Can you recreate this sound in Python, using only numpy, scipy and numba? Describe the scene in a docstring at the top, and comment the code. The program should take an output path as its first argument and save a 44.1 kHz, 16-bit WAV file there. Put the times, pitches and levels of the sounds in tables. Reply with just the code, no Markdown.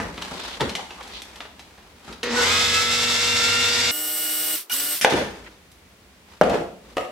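"""Food processor in a kitchen

The lid is wiggled and locked, then the induction motor spins up in flour: mains hum, shaft whine, whirr.
The run jumps to fast-forward, six times higher, stops and starts once more; then at normal speed the lid
is wrenched off, the bowl is set on the counter and the blade knocks in it: pushes into ringing bodies.
Two microphones hear it, the right one slightly first; a limiter squashes the loud knocks.
"""
import sys
import numpy as np
from scipy import signal
from scipy.fft import rfft, irfft, next_fast_len
from scipy.io import wavfile
from scipy.ndimage import map_coordinates
from numba import njit

SR = 44100
rng = np.random.default_rng(int(sys.argv[2]) if len(sys.argv) > 2 else 0)


def digitize_waveform(pressure):
    """Quantize a signal to 16-bit integers and store it at the path in sys.argv[1].

    Rows of a 2-D input are taken as channels; values are limited to [-1, 1].
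    """
    field = np.atleast_2d(pressure).T
    bounded = np.clip(field, -1, 1)
    quanta = np.round(bounded * 32767).astype(np.int16)
    wavfile.write(sys.argv[1], SR, quanta)


N = 313551
FAST_FROM, FAST_TO, FAST_RATE = 3.912, 5.01, 6  # fast-forward: from s, to s, times normal speed

# Whirr of air and of flour, shape only: f/Hz, relative level/dB per Hz
AIR_SPECTRUM = [(24, -48), (40, -21), (90, -4), (125, -14), (235, -14.5), (419, -9), (475, -12), (559, -8),
                (2130, -9.5), (3000, -4.5), (3900, -7), (6600, -120)]
FLOUR_SPECTRUM = [(1410, -17), (2400, -10), (2720, -9), (3020, -6), (3230, -10.5), (3600, -2), (4240, -4),
                  (4750, -4.5), (5300, -2.5), (6200, -7.5), (7800, -8), (9330, -21.5), (12100, -19.5),
                  (15500, -69)]
# Buzz of the straining motor before it breaks loose, shape only: f/Hz, relative level/dB per Hz
STALL_SPECTRUM = [(60, -7), (240, -4), (500, 7), (800, -6), (2100, 3), (3000, -5), (3700, -1.5),
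                  (6000, -9.5), (10000, -33), (14000, -50)]
# Whine lines at normal speed: multiple of the shaft, relative level/dB
SHAFT_LINES = [(2, -49.5), (5, -52), (24, -50), (27, -50), (28, -41), (32, -44), (36, -44), (38, -50),
               (39, -48), (42, -48), (43, -47), (44.5, -48), (45, -49), (46, -50), (47, -50), (48, -46),
               (54, -45), (55, -49), (56, -42), (58, -50), (64, -48), (70, -48), (72, -43), (74, -50),
               (76, -46), (77, -46), (80, -46), (81, -45), (85, -48), (88, -49), (92, -49), (94, -45),
               (102, -49), (108, -46), (110, -43.5)]
AIR_DB, FLOUR_DB = -32.5, -25.2  # at full speed, before the fling
AIR_REPEAT, FLOUR_REPEAT = .6, .45  # share of the whirr that repeats with the shaft
SPEED_LAW = 2.0  # whirr amplitude grows with this power of speed
INRUSH_DB = 4.5  # how much louder the iron hums on the starting current
MAINS_HZ = 60


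def motor():
    """The motor buzzes, breaks loose, flings the flour about and settles."""
    speed, current, inrush, fling = drive()
    turns = np.cumsum(speed * (1 + .0014 * wobble(25))) / SR
    rush = (speed / FULL_SPEED) ** SPEED_LAW
    air = rush * amp(AIR_DB + 6.1 * fling) * whirr(turns, AIR_SPECTRUM, repeat=AIR_REPEAT, size=1700)
    flour = rush * amp(FLOUR_DB + 2.6 * fling) * whirr(turns, FLOUR_SPECTRUM, repeat=FLOUR_REPEAT, size=1700)
    blade_beat_db = 0.66 * np.sin(4 * np.pi * turns)  # two blades a turn
    out = (air + flour) * amp(blade_beat_db + 1.06 * wobble(40))
    lines = whine(speed, turns, SHAFT_LINES, steepness=1.9, waver_db=3, waver_rate=18)
    out += amp(5.6 + 3 * fling) * lines
    out += amp(-29.5) * inrush * whirr(MAINS_HZ * clock(), STALL_SPECTRUM, repeat=0.76, size=1100)
    out += current * amp(INRUSH_DB * inrush) * hum(1)
    return out * between(RUNS[0][0], FAST_FROM)


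# Whirr in fast-forward, shape only: f/Hz, relative level/dB per Hz
FAST_SPECTRUM = [(100, -25.5), (350, -20), (603, -24.5), (1140, -16.5), (1410, -14.5), (2540, -13.5),
                 (2900, -10), (5500, -11), (6700, -14), (9000, -8), (10600, -10), (12800, -8), (13700, -7),
                 (15300, -9), (16000, -20)]
# Level of that whirr at full speed, before the fling: t/s, level/dB
FAST_LEVEL = [(3.92, -34.5), (4.45, -29), (4.8, -28)]
# Whine lines in fast-forward: multiple of the shaft, relative level/dB
FAST_LINES = [(1, -46), (4, -54), (6, -53), (7, -53), (12, -52), (14, -52), (17, -49), (18, -51), (22, -53),
              (24, -45), (26, -47), (28, -38.5), (29, -49), (30, -46), (36, -42), (37, -42.5), (38, -46),
              (39, -43), (40, -47), (42, -46), (42.5, -46), (43, -51), (45, -50), (45.5, -46), (46, -42),
              (48, -38), (49.5, -50), (50, -49), (51, -51)]
# The blade's drone under the whine: multiple of the shaft, relative level/dB
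DRONE_LINES = [(1.5, -52), (2, -51), (2.5, -53), (3, -58)]
FAST_REPEAT = .4  # share of the whirr that repeats with the shaft at full speed
STALL_DB = -35.5  # whirr level that the starting current adds


def fast_motor():
    """In fast-forward shaft and mains sound six times higher; the lines fade away from full speed."""
    speed, current, inrush, fling = drive()
    turns = np.cumsum(FAST_RATE * speed * (1 + 0.00026 * wobble(90))) / SR
    rush = (speed / FULL_SPEED) ** SPEED_LAW
    level = np.hypot(rush * amp(curves(FAST_LEVEL)[0] + 3.8 * fling), amp(STALL_DB) * inrush)
    settled = (speed / FULL_SPEED) ** 24  # near 1 only close to full speed
    noise_part = whirr(turns, FAST_SPECTRUM, repeat=FAST_REPEAT * settled, size=280)
    out = level * amp(1.2 * wobble(240)) * noise_part
    lines = whine(speed, turns, FAST_LINES + DRONE_LINES, steepness=4.4, waver_db=2.0, waver_rate=70)
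    out += amp(1.2) * np.sqrt(current) * lines
    out += current * amp(-1.0 + INRUSH_DB * inrush) * hum(FAST_RATE)
    return out * between(FAST_FROM, FAST_TO)


# Narrow resonances of the bowl that lift each line climbing through: f/Hz, half width/Hz, lift/dB
BOWL_PEAKS = [(1325, 24, 8), (1391, 8, 8), (1432, 10, 4), (1685, 25, 5), (1893, 14, 6), (2100, 90, 6),
              (2500, 60, 4.5), (2690, 50, 8), (2775, 25, 5), (3540, 120, 8.5), (4705, 30, 6)]


def whine(speed, turns, orders, steepness, waver_db, waver_rate):
    """Fan, rotor slots and blade sing on shaft multiples, louder in the bowl's resonances."""
    hz = np.arange(SR // 4)
    lift = amp(sum(db * np.exp(-((hz - centre) / width) ** 2) for centre, width, db in BOWL_PEAKS))
    out = 0
    for order, db in orders:
        growth = (speed / speed.max()) ** (steepness * max(order / 48, .6))  # high lines need more speed
        level = amp(db) * growth * lift[(order * speed).astype(int)]
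        out = out + level * tone(order * turns, waver_db, waver_rate, min(order / 42, .65))
    return out


# Hum of the iron at normal speed: f/Hz, level/dB relative to running current
HUM_LINES = [(240, -44), (480, -37), (720, -51.5), (960, -48.5)]


def hum(rate):
    """The iron buzzes on multiples of twice the mains frequency."""
    return sum(amp(db) * tone(120 * round(hz / 120) * rate * clock(), 1.5, 12, .18) for hz, db in HUM_LINES)


# How alike the two microphones hear the whirr: f/Hz, likeness (1 = identical)
MOTOR_ALIKE = [(150, 0.8), (500, 0.63), (1200, 0.99), (4000, 0.44), (12000, 0.094)]


def whirr(turns, spectrum, repeat, size):
    """Coloured noise of rms near 1; a share of it repeats every second turn."""
    repeat = np.clip(repeat, 0, 1)
    pattern = signal.resample(rng.standard_normal((2, size)), 8 * size, axis=1)
    position = (turns / 2 % 1 * pattern.shape[1]).astype(int)
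    locked = pattern[:, position]
    return spread(np.sqrt(repeat) * locked + np.sqrt(1 - repeat) * noise(), MOTOR_ALIKE, spectrum)


def machine_time(s):
    """Seconds as the machine lives them: they pass faster in fast-forward."""
    return s + (FAST_RATE - 1) * np.maximum(s - FAST_FROM, 0)


# The switch: on t/s, off t/s
RUNS = [(2.23, 4.555), (4.697, 4.948)]
# The shaft leaps up from rest, then gains its last turns as the flour loosens; times are machine time
FULL_SPEED, FLOUR_DRAG = 51.165, 9  # turns per second
LOOSEN_S, SPIN_UP_S, SPIN_UP_SHAPE = .735, .116, 1.64
COAST_S = .5  # run-down after switching off
INRUSH_S = 0.32  # how long the starting current lasts
FLING_AT_S, FLING_S = 0.32, 0.16  # the blade throws up resting flour: time after switching on, spread


def drive():
    """From the switch follow shaft speed, mains current, starting inrush and flung flour."""
    speed, current, inrush, fling = np.zeros((4, N))
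    now = machine_time(clock())
    for on, off in RUNS:
        age = np.maximum(now - machine_time(on), 0)
        coast = np.maximum(now - machine_time(off), 0)
        spin_up = 1 - np.exp(-(age / SPIN_UP_S) ** SPIN_UP_SHAPE)
        run_down = np.exp(-(coast / COAST_S) ** 2)
        speed += (FULL_SPEED - FLOUR_DRAG * np.exp(-age / LOOSEN_S)) * spin_up * run_down
        powered = (age > 0) * np.exp(-coast / 0.029)
        current += powered
        inrush += powered * np.exp(-(age / INRUSH_S) ** 6)
        fling += powered * np.exp(-.5 * ((age - FLING_AT_S) / FLING_S) ** 2)
    return speed, current, inrush, fling


# Housing resonances at normal speed: t/s after switching on, length/s, f/Hz, width/Hz, level/dB
HOUSING_RINGS = [(0.166, 0.024, 1482, 28, -24), (.24, 0.025, 1015, 60, -30), (.14, 0.022, 1007, 37, -32),
                 (0.18, 0.064, 890, 180, -33), (.215, 0.018, 2090, 110, -25), (.26, 0.025, 2280, 250, -28),
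                 (.3, 0.084, 1290, 100, -34), (0.092, 0.032, 240, 13, -33), (.075, 0.045, 393, 34, -41),
                 (.18, 0.024, 488, 19, -26.5), (.15, .025, 1900, 80, -29.5)]


def housing():
    """Each start climbs through the housing's resonances, higher and shorter in fast-forward."""
    rows = []
    for on, off in RUNS:
        rate = FAST_RATE if on > FAST_FROM else 1
        for age, length, hz, width, db in HOUSING_RINGS:
            rows.append((on + age / rate, length / rate, hz * rate, width * rate, db))
    return surges(rows)


# Heavy contacts: t/s, relative level/dB, contact length/s
THUDS = [(.001, -8, .012), (.18, -21.5, 0.045), (.315, -20, 0.011), (.603, -19, 0.0039),
         (.609, -15.5, 0.0025), (.616, -8, 0.0023), (2.08, -21.5, 0.03), (5.124, -3.5, 0.01),
         (5.137, -6, 0.014), (6.435, 2, 0.0092), (6.543, -11.5, 0.006)]
# Their body, shape only: f/Hz, relative level/dB
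THUD_BODY = [(24, -36), (40, -10), (80, -1), (120, -9.5), (180, 6), (270, 1.5), (380, -0.5), (680, -5.5),
             (896, -1), (1040, -11.5), (1340, -5), (2980, -18), (8990, -33), (16000, -52)]
# The machine rocks on its rubber feet: t/s, length/s, f/Hz, width/Hz, level/dB
FEET_THUMPS = [(.626, 0.01, 158, 120, -24), (.67, .03, 80, 50, -36.5)]


def heavy_contacts():
    """Blunt pushes into a heavy body, and swells as the machine rocks on its feet."""
    return knocks(THUDS, THUD_BODY, wet_db=1.0, chatter=1.53) + surges(FEET_THUMPS)


# Knocks of the lid: t/s, relative level/dB, contact length/s
LID_KNOCKS = [(5.0472, 10.5, 0.0032), (5.093, -9, 0.015), (5.125, -5.5, 0.098)]
# The lid snaps free and grinds round: t/s, relative level/dB, contact length/s
LID_TWIST = [(5.012, -2.5, 0.0023), (5.016, -12, 0.027)]
# Bodies of knock and twist, shape only: f/Hz, relative level/dB
LID_BODY = [(24, -36), (40, -13), (118, -30), (171, -12), (300, -2.5), (420, 1), (620, 1.5), (918, -9),
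            (1100, -9), (1520, -4), (6490, -20.5), (16000, -58)]
TWIST_BODY = [(35, -41), (60, -10), (515, -15), (1110, -15), (1400, -7), (2400, -4.5), (7230, -10),
              (11800, -14.5), (16000, -37)]
# The lid scrapes, thumps and rattles in short resonant swells: t/s, length/s, f/Hz, width/Hz, level/dB
LID_SWELLS = [(.44, 0.078, 3700, 2280, -38), (.54, 0.018, 3360, 2000, -37), (.614, 0.0092, 910, 150, -26),
              (.8, 0.04, 837, 260, -37.5), (1.0, 0.014, 1070, 700, -41), (1.165, 0.03, 3600, 2360, -36.5),
              (5.08, 0.012, 710, 350, -10), (5.145, 0.008, 380, 260, -13.5),
              (5.203, 0.024, 540, 170, -25.5), (5.472, 0.0094, 2150, 2000, -41.5)]


def lid():
    """The plastic lid knocks, twists with long chatter and swells briefly in resonances."""
    out = knocks(LID_KNOCKS, LID_BODY, wet_db=2.0, chatter=1.0)
    out += knocks(LID_TWIST, TWIST_BODY, wet_db=8.0, chatter=4.9)
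    return out + surges(LID_SWELLS)


# The bowl meets the counter: t/s, relative level/dB, contact length/s
BOWL_KNOCKS = [(6.4128, 1.4, 0.0018)]
# Its body, shape only: f/Hz, relative level/dB
BOWL_BODY = [(24, -46), (40, -20), (110, -23), (163, 4), (269, -3), (350, 6), (480, 11), (690, 4),
             (1070, -11.5), (1410, -7), (6330, -43), (14100, -44), (16000, -90)]
# Its ringing: f/Hz, relative level/dB, t60/s
BOWL_MODES = [(345, -4, .45), (458, 0, .4), (689, -1, .36), (6062, -33, .35), (7547, -27, .25)]


def bowl():
    """One push into the bowl, whose modes ring on."""
    return knocks(BOWL_KNOCKS, BOWL_BODY, wet_db=7.0, chatter=0.69, modes=BOWL_MODES, ring_db=-27.5)


# Hard edge of the two loudest knocks: t/s, relative level/dB, contact length/s
CRACKS = [(5.0473, 2, 0.001), (6.4129, 1, 0.00068)]
# Its colour, shape only: f/Hz, relative level/dB
CRACK_BODY = [(120, -50), (200, -3.5), (641, 6), (1020, 1.5), (1900, -2.5), (2800, -4.5), (3400, -6.5),
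              (4920, -11), (6050, -20), (12000, -36), (16000, -63)]


def hard_edges():
    """A very short contact sharpens the loudest lid and bowl knocks."""
    return knocks(CRACKS, CRACK_BODY, wet_db=3.0, chatter=0.59)


# The blade knocks in the bowl: t/s, relative level/dB, contact length/s
BLADE_KNOCKS = [(6.9688, -5.5, 0.006), (6.981, -10, 0.0033), (7.009, -19, .004), (7.024, -26, 0.0044),
                (7.05, -24, .005)]
# Its body, shape only: f/Hz, relative level/dB
BLADE_BODY = [(100, -24.5), (380, -9), (500, 5), (600, 3.5), (760, -3), (900, -11), (1250, -6), (1520, -16),
              (2000, -10), (2350, -15), (2850, -14.5), (4200, -26), (10500, -36.5), (16000, -50)]
# Its ringing: f/Hz, relative level/dB, t60/s
BLADE_MODES = [(612, 4, .26), (675, -6, 0.28), (740, -1, 0.3), (1265, -8, 0.26), (2070, -11, .16),
               (2800, -16, 0.25)]


def blade():
    """Chattering contacts set the blade's modes ringing."""
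    return knocks(BLADE_KNOCKS, BLADE_BODY, wet_db=-2.0, chatter=11.0, modes=BLADE_MODES, ring_db=-26.5)


# Light plastic contacts: t/s, relative level/dB, treble tilt/dB per decade
CLICKS = [(.178, -32.5, -7), (.221, -26.5, 0), (.607, -18, -9), (.694, -27, 3), (.752, -21.5, 2),
          (.793, -32.5, -31), (.906, -33, -12), (1.009, -34.5, -15), (1.029, -40.5, 14), (1.077, -40.5, 12),
          (1.219, -33.5, 15), (1.357, -39, 10), (1.405, -30.5, -10), (1.453, -40, -19), (1.594, -36.5, -1),
          (1.779, -44.5, -13), (1.803, -54, -17), (2.126, -36.5, 3), (2.231, -23.5, 3), (4.699, -33, -2),
          (5.1, -16, 2), (5.717, -47, 32), (6.496, -23, 1)]
# Their body before the tilt, shape only: f/Hz, relative level/dB
CLICK_BODY = [(120, -44), (200, -25.5), (821, -1), (1370, -6.5), (1710, -3.5), (2560, -3), (3430, -1.5),
              (4040, -5), (5940, -11), (13100, -26.5), (16000, -78)]
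CONTACT_S = 0.0091  # chatter of a light contact


def clicks():
    """Lid tabs, rim and switch tick, each with its own brightness."""
    out = np.zeros((2, N))
    for s, db, treble_db in CLICKS:
        colour = [(hz, level + treble_db * np.log10(hz / 2000)) for hz, level in CLICK_BODY]
        out += knocks([(s, db + 17.0, CONTACT_S)], colour, wet_db=-3.5, chatter=13.0)
    return out


# Hands shift lid and bowl: middle t/s, half length/s, scrape level/dB, rumble level/dB
RUBS = [(.01, 0.12, -39.5, -37.5), (0.39, 0.16, -36.5, -46), (0.576, 0.17, -42.5, -49.5),
        (0.823, 0.081, -51, -61), (1.1, 0.15, -43.5, -51.5), (1.374, 0.081, -47, -59),
        (1.783, 0.93, -54.5, -58.5), (2.1, 0.042, -43.5, -47), (5.373, 0.12, -47.5, -49.5),
        (6.333, 0.042, -50.5, -67), (6.9, 0.046, -51.5, -50)]
# Low rumble of the shifted bowl, shape only: f/Hz, relative level/dB per Hz
RUMBLE_SPECTRUM = [(18, -39), (30, -8), (59, 6.5), (119, -26), (204, 1), (253, -2), (600, -5), (780, -51),
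                   (1320, -120)]
TICK_SHARE = .35  # share of the scrape's power that is single catches


def handling():
    """Each shift swells and fades: plastic slides on plastic in small slips and the bowl rumbles."""
    scraping, rocking = np.zeros((2, N))  # power over time
    for s, length, scrape_db, rumble_db in RUBS:
        swell = np.exp(-((clock() - s) / length) ** 2)
        scraping += amp(scrape_db) ** 2 * swell
        rocking += amp(rumble_db) ** 2 * swell
    scrape = unit(spread(noise(), ROOM_ALIKE, SCRAPE_SPECTRUM) * amp(2.8 * wobble(160)))
    scrape = np.sqrt(1 - TICK_SHARE) * scrape + np.sqrt(TICK_SHARE) * ticking()
    rumble = spread(noise(), ROOM_ALIKE, RUMBLE_SPECTRUM)
    return np.sqrt(scraping) * scrape + np.sqrt(rocking) * rumble


# Plastic sliding on plastic, shape only: f/Hz, relative level/dB per Hz
SCRAPE_SPECTRUM = [(240, -31), (400, -3.5), (439, -10), (676, -5), (921, -1), (1270, -5), (4180, -9.5),
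                   (7280, -17), (12500, -27), (16000, -55)]
TICKS_PER_S = 90  # on average


def ticking():
    """Tiny catches of plastic on plastic, at random moments and of random size."""
    catches = (rng.random(N) < TICKS_PER_S / SR) * amp(4 * rng.standard_normal(N))
    coloured = signal.fftconvolve(catches, impulse(SCRAPE_SPECTRUM))[:N]
    return unit(in_kitchen(coloured, wet_db=0)[:, :N])


# The quiet kitchen at normal speed, shape only: f/Hz, relative level/dB per Hz
FLOOR_SPECTRUM = [(15, -43), (25, -29), (64, -3), (123, -11.5), (145, -15), (180, -6.5), (263, -14),
                  (1230, -20), (1520, -20.5), (2410, -19.5), (2610, -22), (2840, -21), (16000, -36)]


def room_tone():
    """Steady noise of the quiet kitchen; fast-forward lifts its rumble out of the bass."""
    fast = between(FAST_FROM, FAST_TO)
    lifted = [(hz * FAST_RATE, db) for hz, db in FLOOR_SPECTRUM]
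    normal_tone = amp(-53.5) * (1 - fast) * spread(noise(), ROOM_ALIKE, FLOOR_SPECTRUM)
    return normal_tone + amp(-54.0) * fast * spread(noise(), ROOM_ALIKE, lifted)


# The kitchen's reverberation: f/Hz, t60/s
KITCHEN_T60 = [(80, 0.65), (250, 0.51), (600, 0.49), (2000, 0.46), (6000, 0.47), (14000, 0.57)]
# How alike the two microphones hear the room: f/Hz, likeness (1 = identical)
ROOM_ALIKE = [(150, 0.94), (400, 0.83), (900, 0.41), (2500, 0.012), (10000, 0.048)]


def in_kitchen(x, wet_db):
    """The direct sound and a fresh diffuse tail; a higher wet_db sounds farther away."""
    hz, t, z = signal.stft(rng.standard_normal((2, SR * 3 // 4)), SR, nperseg=256)
    fade = amp(-60 * t / along(KITCHEN_T60, hz)[:, None]) * (1 - np.exp(-t / 0.00045))
    tail = spread(signal.istft(z * fade, SR, nperseg=256)[1], ROOM_ALIKE)
    tail *= amp(wet_db) / np.sqrt(tail.shape[1])
    tail[:, 0] += 1  # direct sound
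    return signal.fftconvolve(x[None], tail, axes=1)


def knocks(rows, spectrum, wet_db, chatter, modes=(), ring_db=0):
    """Each contact is a push with a short chatter; the body colours it and rings on."""
    out, t, body = np.zeros((2, N)), np.arange(SR // 2) / SR, impulse(spectrum)
    for s, db, length in rows:
        grit = rng.standard_normal(len(t)) * np.exp(-t / length)
        force = chatter * grit / np.linalg.norm(grit) + (t == 0)
        blow = signal.fftconvolve(force, body / np.abs(body).max())[:len(t)] / np.hypot(1, chatter)
        ring = sum(amp(level + ring_db - 60 * t / t60) * np.sin(2 * np.pi * hz * t)
                   for hz, level, t60 in modes)
        add(out, s, in_kitchen(amp(db) * (blow + ring), wet_db))
    return out


def surges(rows):
    """Noise in a resonance swells up for a moment."""
    out = np.zeros((2, N))
    for s, length, hz, width, db in rows:
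        t = np.arange(SR // 2) / SR - 1 / 4
        shaking = spread(rng.standard_normal((2, len(t))), ROOM_ALIKE)
        ring = unit(filtered(shaking, lambda f: 1 / (1 + (2 * (f - hz) / width) ** 2)))
        add(out, s - 1 / 4, amp(db) * np.exp(-.5 * (t / length) ** 2) * ring)
    return out


def tone(turns, waver_db, waver_rate, apart):
    """A wavering line of rms 1 that reaches the two microphones out of step."""
    offset = apart * rng.choice([-1, 1]) * np.array([[1], [-1]])
    phase = 2 * np.pi * (turns + rng.random()) + offset
    return np.sqrt(2) * np.sin(phase) * unit(amp(waver_db * wobble(waver_rate)))


def spread(pair, alike, spectrum=((1, 0), (2, 0))):
    """Two unrelated signals become a coloured left and right, scaled by the rms of their middle."""
    def turn(hz):
        """Angle between middle and side that gives the wanted likeness."""
        return np.arccos(np.clip(along(alike, hz), -1, 1)) / 2

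    def response(hz):
        """Colour times the shares of middle and side."""
        return amp(along(spectrum, hz)) * [np.cos(turn(hz)), np.sin(turn(hz))]

    mid, side = filtered(pair, response)
    return np.array([mid + side, mid - side]) / np.sqrt(np.mean(mid ** 2))


def impulse(spectrum, size=4096):
    """The causal (minimum-phase) response of a body with this spectrum, energy 1."""
    magnitude = amp(along(spectrum, np.fft.rfftfreq(size, 1 / SR)))
    cepstrum = irfft(np.log(np.maximum(magnitude, 1e-6)))
    cepstrum[1:size // 2] *= 2
    cepstrum[size // 2 + 1:] = 0
    h = irfft(np.exp(rfft(cepstrum)))
    return h / np.linalg.norm(h)


def filtered(x, response):
    """x times a response of frequency."""
    n = x.shape[-1]
    m = next_fast_len(n + 8192)
    return irfft(rfft(x, m) * response(np.fft.rfftfreq(m, 1 / SR)), m)[..., :n]


def noise():
    """Two unrelated white noises."""
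    return rng.standard_normal((2, N))


def wobble(rate):
    """A smooth random curve, rate knots a second."""
    return map_coordinates(rng.standard_normal(int(N * rate / SR) + 4), [clock() * rate])


def amp(db):
    """Decibels to gain."""
    return 10 ** (np.asarray(db) / 20)


def unit(x):
    """x scaled to rms 1."""
    return x / np.sqrt(np.mean(x ** 2) + 1e-20)


def clock():
    """The time of every sample in seconds."""
    return np.arange(N) / SR


def along(points, hz):
    """(Hz, value) points read on a log frequency axis."""
    f, v = np.transpose(points)
    return np.interp(np.log(hz + 1), np.log(f + 1), v)


def curves(rows):
    """One value per sample for each column after the time."""
    s, *cols = np.transpose(rows)
    return [np.interp(clock(), s, c) for c in cols]


def between(start, end):
    """A gate with 4 ms edges."""
    return np.clip(np.minimum(clock() - start, end - clock()) / .004 + .5, 0, 1)


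def add(out, s, x):
    """Mix x into out from second s."""
    i = max(round(s * SR), 0)
    out[:, i:i + x.shape[-1]] += x[..., :N - i]


RIGHT_LEAD_S = 3e-5  # in the bass; it shrinks above about 3 kHz


def off_centre(x):
    """The processor stands to one side: its sound reaches the right microphone first."""
    sides = np.array([[-1], [1]])
    return filtered(x, lambda hz: np.exp(1j * np.pi * hz * RIGHT_LEAD_S / (1 + (hz / 3000) ** 2) * sides))


def scene():
    """Motor and handling over the kitchen's quiet."""
    by_hand = heavy_contacts() + lid() + bowl() + hard_edges() + blade() + clicks() + handling()
    by_hand *= amp([[.35], [-.35]])  # slightly louder on the left
    return off_centre(motor() + housing() + by_hand) + fast_motor() + room_tone()


@njit
def follow(level, rise, fall):
    """An envelope that closes a set share of the gap at each sample, rising or falling."""
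    out, held = np.empty_like(level), 0.
    for i in range(len(level)):
        held += (level[i] - held) * (rise if level[i] > held else fall)
        out[i] = held
    return out


def limited(x, threshold_db, attack, release):
    """Gain drops just after a loud onset and recovers during its tail."""
    held = follow(np.abs(x).max(0), 1 / (attack * SR), 1 / (release * SR))
    return x / np.maximum(held / amp(threshold_db), 1)


TOP_HZ = 16000  # band limit


def record(dry):
    """Behind the microphones: limiter, soft overload, bass cut and band limit."""
    loud = limited(dry, threshold_db=-17.5, attack=0.013, release=0.013)  # times in s
    loud = loud / (1 + (loud / 1.05) ** 4) ** (1 / 4)
    return filtered(loud, lambda hz: (1 - np.exp(-(hz / 32) ** 4)) / (1 + (hz / TOP_HZ) ** 200))


dry = scene()
out = record(dry)
digitize_waveform(out)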